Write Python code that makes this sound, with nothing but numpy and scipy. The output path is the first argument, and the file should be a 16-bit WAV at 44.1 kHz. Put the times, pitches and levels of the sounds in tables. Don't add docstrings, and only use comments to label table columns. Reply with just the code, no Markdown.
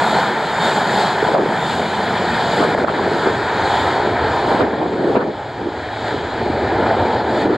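import sys
import numpy as np
from scipy import signal
from scipy.fft import rfft, irfft, next_fast_len
from scipy.io import wavfile
from scipy.ndimage import uniform_filter1d, minimum_filter1d, map_coordinates

SR = 44100
rng = np.random.default_rng(int(sys.argv[2]) if len(sys.argv) > 2 else 0)


def master(y):
    cut = np.clip(np.atleast_2d(y).T, -1, 1)
    pcm = np.round(cut * 32767)
    wavfile.write(sys.argv[1], SR, pcm.astype(np.int16))


N = 333829

# frequency in Hz, density in dB per Hz.
ROAR_SPECTRUM = [(71, -59), (120, -9.5), (214, -0.5), (274, -5), (426, -1), (540, -5), (720, -1),
                 (900, 0.5), (1030, -4.5), (1150, -10), (1310, -7.5), (1650, -8), (1820, -9), (1950, -14.5),
                 (2400, -17), (3120, -35), (5280, -120)]
HISS_SPECTRUM = [(1800, -17.5), (2500, -6.5), (3200, 3.5), (4400, 0.5), (5500, -12.5), (7300, -11.5),
                 (8500, -20), (10800, -29.5), (12300, -35), (14400, -50.5), (15700, -85)]
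RUMBLE_SPECTRUM = [(15, -50.5), (30, -26), (50, -9.5), (80, 4.5), (110, 7), (150, -2.5), (220, -49),
                   (600, -120)]
# time in seconds, level in dB.
ROAR_OVER_HISS = [(0, 15), (1.5, 14), (2.5, 14), (3.6, 14.5), (4.2, 17.5), (4.55, 19.5), (4.75, 17),
                  (5.6, 15), (6.2, 12.5), (6.7, 17), (7.15, 17.5), (7.57, 14)]
# time in seconds, gain in dB.
BOOM_GAIN = [(0, -5.5), (1.2, -1.5), (4.6, -0.5), (5.3, -2), (6.0, -0.5), (6.6, 3.5), (7.57, 2.5)]
# time in seconds, gain of its low third in dB, gain of its top third in dB.
GROWL_GAIN = [(0, 0.5, 1.5), (2.4, -0.5, -1.5), (3.3, -2, 2), (5.9, 3.5, -3), (7.0, 6.5, -5)]
# time in seconds, gain in dB.
BARK_GAIN = [(1.5, 0), (3.5, 1.1), (5.0, -3.2), (5.7, 0), (6.0, 1.5), (7.0, -0.1)]
# time in seconds, lag in seconds.
GROUND_LAG = [(2.5, 0.0013), (3.6, 0.0023), (7.57, 0.003)]
# time in seconds, level in dB.
HISS_LEVEL = [(0.0, -29.5), (0.19, -28.5), (0.34, -33.5), (0.59, -31.5), (0.65, -27), (0.84, -31),
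              (1.01, -25.5), (1.16, -31.5), (1.35, -30.5), (1.39, -37), (1.71, -29), (1.92, -33),
              (2.59, -28), (2.68, -32), (2.89, -36.5), (3.14, -31.5), (3.44, -33.5), (3.77, -28.5),
              (4.15, -35.5), (4.49, -32), (4.6, -35.5), (4.64, -41), (5.16, -39.5), (5.21, -45),
              (5.92, -38.5), (6.08, -32.5), (6.24, -37), (7.15, -35), (7.24, -38), (7.42, -32.5),
              (7.49, -41.5), (7.57, -38)]
# centre in seconds, gain in dB.
WHINE_FLARES = [(.1, 4), (.35, -9), (.47, 6), (.64, 12.5), (1.65, 14)]
# centre in Hz, full width at half depth in Hz, gain in dB.
HOUSING_NOTCHES = [(1130, 170, -3), (2702, 220, -7), (5924, 620, -13.5), (9120, 1040, -14.5),
                   (12800, 560, -10.5)]
# frequency in Hz, level in dB re the source, phase in rad, power share tied to the source (0-1).
PORT_DIFFERENCE = [(30, -25.5, 0, .1), (100, -46.5, 0, .1), (1000, -120, -.2, .1),
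                   (1330, -39.5, -0.088, .4), (2220, -9, -0.91, 0.9), (3250, -26, -1.2, .5),
                   (4450, -11, -0.98, .75), (5400, -14, -1.2, .6), (6200, -10.5, -1.4, .7),
                   (8500, -12, -1.1, .2), (10000, 1, -1.3, .55), (12100, -2.5, -1.4, .3),
                   (14000, 4, -1.4, .6)]
# start of the hold in seconds, hold in seconds, held level in dB.
GUSTS = [(0.312, 0.015, -29), (1.296, 0.12, -20.5), (1.447, 0.067, -21), (1.803, 0.16, -33.5),
         (2.626, 0.049, -19.5), (2.756, .09, -19.5), (2.902, 0.28, -22.5), (3.276, 0.023, -17.5),
         (4.055, .01, -21), (4.497, 0.18, -19.5), (4.74, .22, -21), (5.013, 0.089, -15),
         (5.156, 0.025, -14), (5.204, 0.091, -22), (5.606, 0.054, -25), (6.128, 0.073, -27.5),
         (6.287, 0.029, -29.5), (6.445, 0.021, -23.5), (6.75, 0.11, -26.5), (7.22, 0.19, -32.5),
         (7.45, 0.086, -18)]
# frequency in Hz, density in dB per Hz.
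BUFFET_SPECTRUM = [(40, -49), (170, -11), (370, -4.5), (520, -9), (800, -23.5), (1500, -48), (8000, -120)]
RIP_SPECTRUM = [(300, -31), (600, 7.5), (900, -1), (1500, -6.5), (2200, -21.5), (4500, -35), (12000, -120)]
# centre in seconds, level in dB, half length (to 1/e) in seconds.
RIPS = [(1.357, -17.5, .016), (2.63, -20, .02), (2.847, -15, .004), (2.893, -16, .018), (4.5, -21, .05),
        (4.612, -17, .014), (5.17, -16, .016), (5.215, -24, .02)]
# start in seconds, envelope peak in dB, frequency in Hz.
EDDIES = [(1.227, -4.5, 434), (1.278, -11, 800), (1.287, -4, 680), (1.337, -9.5, 603), (1.351, -1, 1250),
          (1.36, -8, 720), (1.394, -13.5, 430), (1.431, -9, 390), (1.46, -7, 450), (2.594, -10, 396),
          (2.606, -8, 316), (2.65, -7, 600), (2.749, 0, 625), (2.789, -13, 600), (2.844, 2, 603),
          (2.848, -3, 1300), (2.883, -7, 1140), (2.995, -9, 875), (3.01, -9, 420), (3.117, -11, 404),
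          (3.271, -3.5, 387), (4.545, -12, 258), (4.607, -2, 465), (4.617, -7.5, 380), (4.933, -11, 420),
          (5.046, -15, 460), (5.092, -12, 350), (5.103, -7, 376), (5.154, -3.5, 606), (5.173, -5, 300),
          (5.194, -9, 500), (5.264, -16, 470), (5.627, -14.5, 330), (5.67, -10, 380), (5.686, -11.5, 334),
          (6.143, -14, 328), (6.5, -7.5, 300), (7.166, -13, 620), (7.456, -7.5, 337), (7.48, -9, 328),
          (7.504, -10, 300), (7.531, -9, 380), (7.54, -13.5, 330)]
# frequency in Hz, gain in dB.
WIND_SIDE = [(100, -50), (250, -21.5), (500, -15.5), (1200, -3)]
# start in seconds, starting level in dB before its lows are removed.
TICK = (4.359, -41)

SWING_S = 5.65
RUMBLE_START_DB, RUMBLE_SWING_DB = -26.5, 16
TREBLE_START_DB, TREBLE_DULLING_DB = 9, -11
WHINE_START_HZ, WHINE_SINK_HZ_S = 3678, 26
WHINE_START_DB, WHINE_FADE_DB_S = -13.5, 1.2
FLARE_S = .075
GUST_RISE_DB_S, GUST_FALL_DB_S, BREEZE_DB = 174, 253, -57
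LIMIT, TOP_HZ = .82, 15760


def amp(db):
    return 10 ** (np.asarray(db) / 20)


def unit(x):
    return x / np.sqrt(np.mean(x ** 2) + 1e-20)


def along(points, hz):
    f, *columns = np.transpose(points)
    return np.squeeze([np.interp(np.log(hz + 1), np.log(f + 1), c) for c in columns])


def curves(rows):
    s, *columns = np.transpose(rows)
    return np.squeeze([np.interp(np.arange(N) / SR, s, c) for c in columns])


def wobble(rate):
    knots = rng.standard_normal(int(N * rate / SR) + 4)
    return map_coordinates(knots, [np.arange(N) * rate / SR])


def filtered(x, response):
    pad = SR // 8
    m = next_fast_len(N + 2 * pad)
    wide = np.concatenate([x[..., pad:0:-1], x, x[..., :-pad - 1:-1]], axis=-1)
    spectrum = rfft(wide, m) * response(np.fft.rfftfreq(m, 1 / SR))
    return irfft(spectrum, m)[..., pad:pad + N]


def split(x, edge_hz):
    low = filtered(x, lambda hz: 1 / (1 + (hz / edge_hz) ** 6))
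    return low, x - low


def rush(spectrum, patchy_db, channels=2):
    z = signal.stft(rng.standard_normal((channels, N)), nperseg=512)[2]
    field = uniform_filter1d(rng.standard_normal(z.shape[1:]), size=8, axis=0)
    field = uniform_filter1d(field, size=14, axis=1)
    noise = signal.istft(z * amp(patchy_db * unit(field)), nperseg=512)[1][:, :N]
    return unit(filtered(noise, lambda hz: amp(along(spectrum, hz))))


def bounced(x):
    late = np.arange(N) - curves(GROUND_LAG) * SR
    soft = split(x, edge_hz=280)[0]
    return x + amp(-3.5) * np.array([np.interp(late, np.arange(N), row) for row in soft])


def exhaust_roar(roar_db, swell_db, shimmer):
    low, bark = split(rush(ROAR_SPECTRUM, patchy_db=1.0), edge_hz=1130)
    boom, growl = split(low, edge_hz=540)
    deep, high = split(growl, edge_hz=740)
    middle, upper = split(high, edge_hz=920)
    deep_db, upper_db = curves(GROWL_GAIN)
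    growl = amp(deep_db) * deep + middle + amp(upper_db) * upper
    coarse = unit(amp(1.2 * wobble(100)))
    fine = unit(amp(1.1 * wobble(120)))
    body = amp(curves(BOOM_GAIN)) * bounced(boom)
    body += coarse * growl
    body += amp(curves(BARK_GAIN)) * fine * bark
    return amp(roar_db + 0.47 * swell_db + 0.41 * shimmer) * body


def hiss(hiss_db, swell_db, shimmer, progress):
    near, top = split(rush(HISS_SPECTRUM, patchy_db=1.1), edge_hz=7500)
    treble_db = TREBLE_START_DB + TREBLE_DULLING_DB * progress + 0.3 * swell_db + 1.1 * wobble(3.7)
    return amp(hiss_db + 0.45 * shimmer) * (near + amp(treble_db) * top)


def rumble(roar_db, swell_db, swing):
    rumble_db = roar_db + RUMBLE_START_DB + RUMBLE_SWING_DB * swing + 0.29 * swell_db
    return amp(rumble_db + 1.4 * wobble(4.0)) * rush(RUMBLE_SPECTRUM, patchy_db=1.24)


def fan_whine(slow_db, swell_db):
    now = np.arange(N) / SR
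    pitch_hz = WHINE_START_HZ - WHINE_SINK_HZ_S * now + 5 * wobble(35)
    phase = 2 * np.pi * np.cumsum(pitch_hz) / SR
    whine_db = slow_db + WHINE_START_DB - WHINE_FADE_DB_S * now + swell_db
    whine_db += sum(db * np.exp(-((now - s) / FLARE_S) ** 2) for s, db in WHINE_FLARES)
    tone = np.sin(phase) + amp(-16) * np.sin(2 * phase)
    return np.sqrt(2) * amp(whine_db + 1.5 * wobble(45)) * tone


def jet():
    hiss_db = curves(HISS_LEVEL)
    slow_db = uniform_filter1d(hiss_db, size=SR)
    swell_db = hiss_db - slow_db
    roar_db = slow_db + curves(ROAR_OVER_HISS)
    progress = np.clip(np.arange(N) / SR / SWING_S, 0, 1)
    shimmer = wobble(9)
    noise = exhaust_roar(roar_db, swell_db, shimmer)
    noise += hiss(hiss_db, swell_db, shimmer, progress)
    noise += rumble(roar_db, swell_db, swing=progress)
    return noise + fan_whine(slow_db, swell_db) * [[1], [0]]


def housing(sound):
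    def notches(hz):
        return amp(sum(db / (1 + ((hz - mid_hz) / width_hz * 2) ** 2)
                       for mid_hz, width_hz, db in HOUSING_NOTCHES))

    def shadow(hz):
        db, phase, share = along(PORT_DIFFERENCE, hz)
        share = np.clip(share, 0, 1)
        return amp(db) * np.array([np.sqrt(share) * np.exp(1j * phase), np.sqrt(1 - share) + 0j])

    mid = filtered(sound[0], notches)
    side = filtered(sound, shadow).sum(axis=0)
    return np.array([mid, side])


def gusting():
    now = np.arange(N) / SR
    shapes = []
    for s, hold, db in GUSTS:
        rise_db = GUST_RISE_DB_S * np.maximum(s - now, 0)
        fall_db = GUST_FALL_DB_S * np.maximum(now - s - hold, 0)
        shapes.append(db - rise_db - fall_db)
    return np.maximum(np.max(shapes, axis=0), BREEZE_DB)


def add_eddies(gusts):
    t = np.arange(SR // 40) / SR
    for s, db, hz in EDDIES:
        u = t * hz / 0.62
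        eddy = amp(db) * u * np.exp(1 - u) * np.sin(2 * np.pi * hz * t)
        side_gain = rng.standard_normal()
        gusts[:, round(s * SR):][:, :len(t)] += eddy * np.array([[1], [side_gain]])


def wind():
    wind_db, now = gusting(), np.arange(N) / SR
    lumps = unit(amp(1.24 * wobble(45) + 1.45 * wobble(110)))
    gusts = amp(wind_db) * lumps * rush(BUFFET_SPECTRUM, patchy_db=0.5)
    tearing = amp(wind_db - 10.5) * lumps
    tearing += sum(amp(db) * np.exp(-((now - s) / half) ** 2) for s, db, half in RIPS)
    gusts += tearing * rush(RIP_SPECTRUM, patchy_db=4.0)
    add_eddies(gusts)
    side = filtered(gusts[1], lambda hz: amp(along(WIND_SIDE, hz)))
    return np.array([gusts[0], side])


def tick():
    start_s, level_db = TICK
    click, t = np.zeros((2, N)), np.arange(SR // 100) / SR
    decay = amp(level_db - 60 * t / .012)
    click[:, round(start_s * SR):][:, :len(t)] = decay * rng.standard_normal((2, len(t)))
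    return split(click, edge_hz=8500)[1]


def scene():
    mid, side = housing(jet()) + wind()
    return np.array([mid + side, mid - side]) + tick()


def record(dry):
    needed = np.minimum(1, LIMIT / (np.abs(dry).max(axis=0) + 1e-9))
    ahead, hold = SR // 500, SR // 40
    held = minimum_filter1d(needed, size=ahead + hold, origin=(hold - ahead) // 2)
    gain = uniform_filter1d(held, size=ahead)
    fade = np.minimum(1, (N - np.arange(N)) / (SR / 100))
    return filtered(dry * fade * gain, lambda hz: hz < TOP_HZ)


dry = scene()
out = record(dry)
master(out)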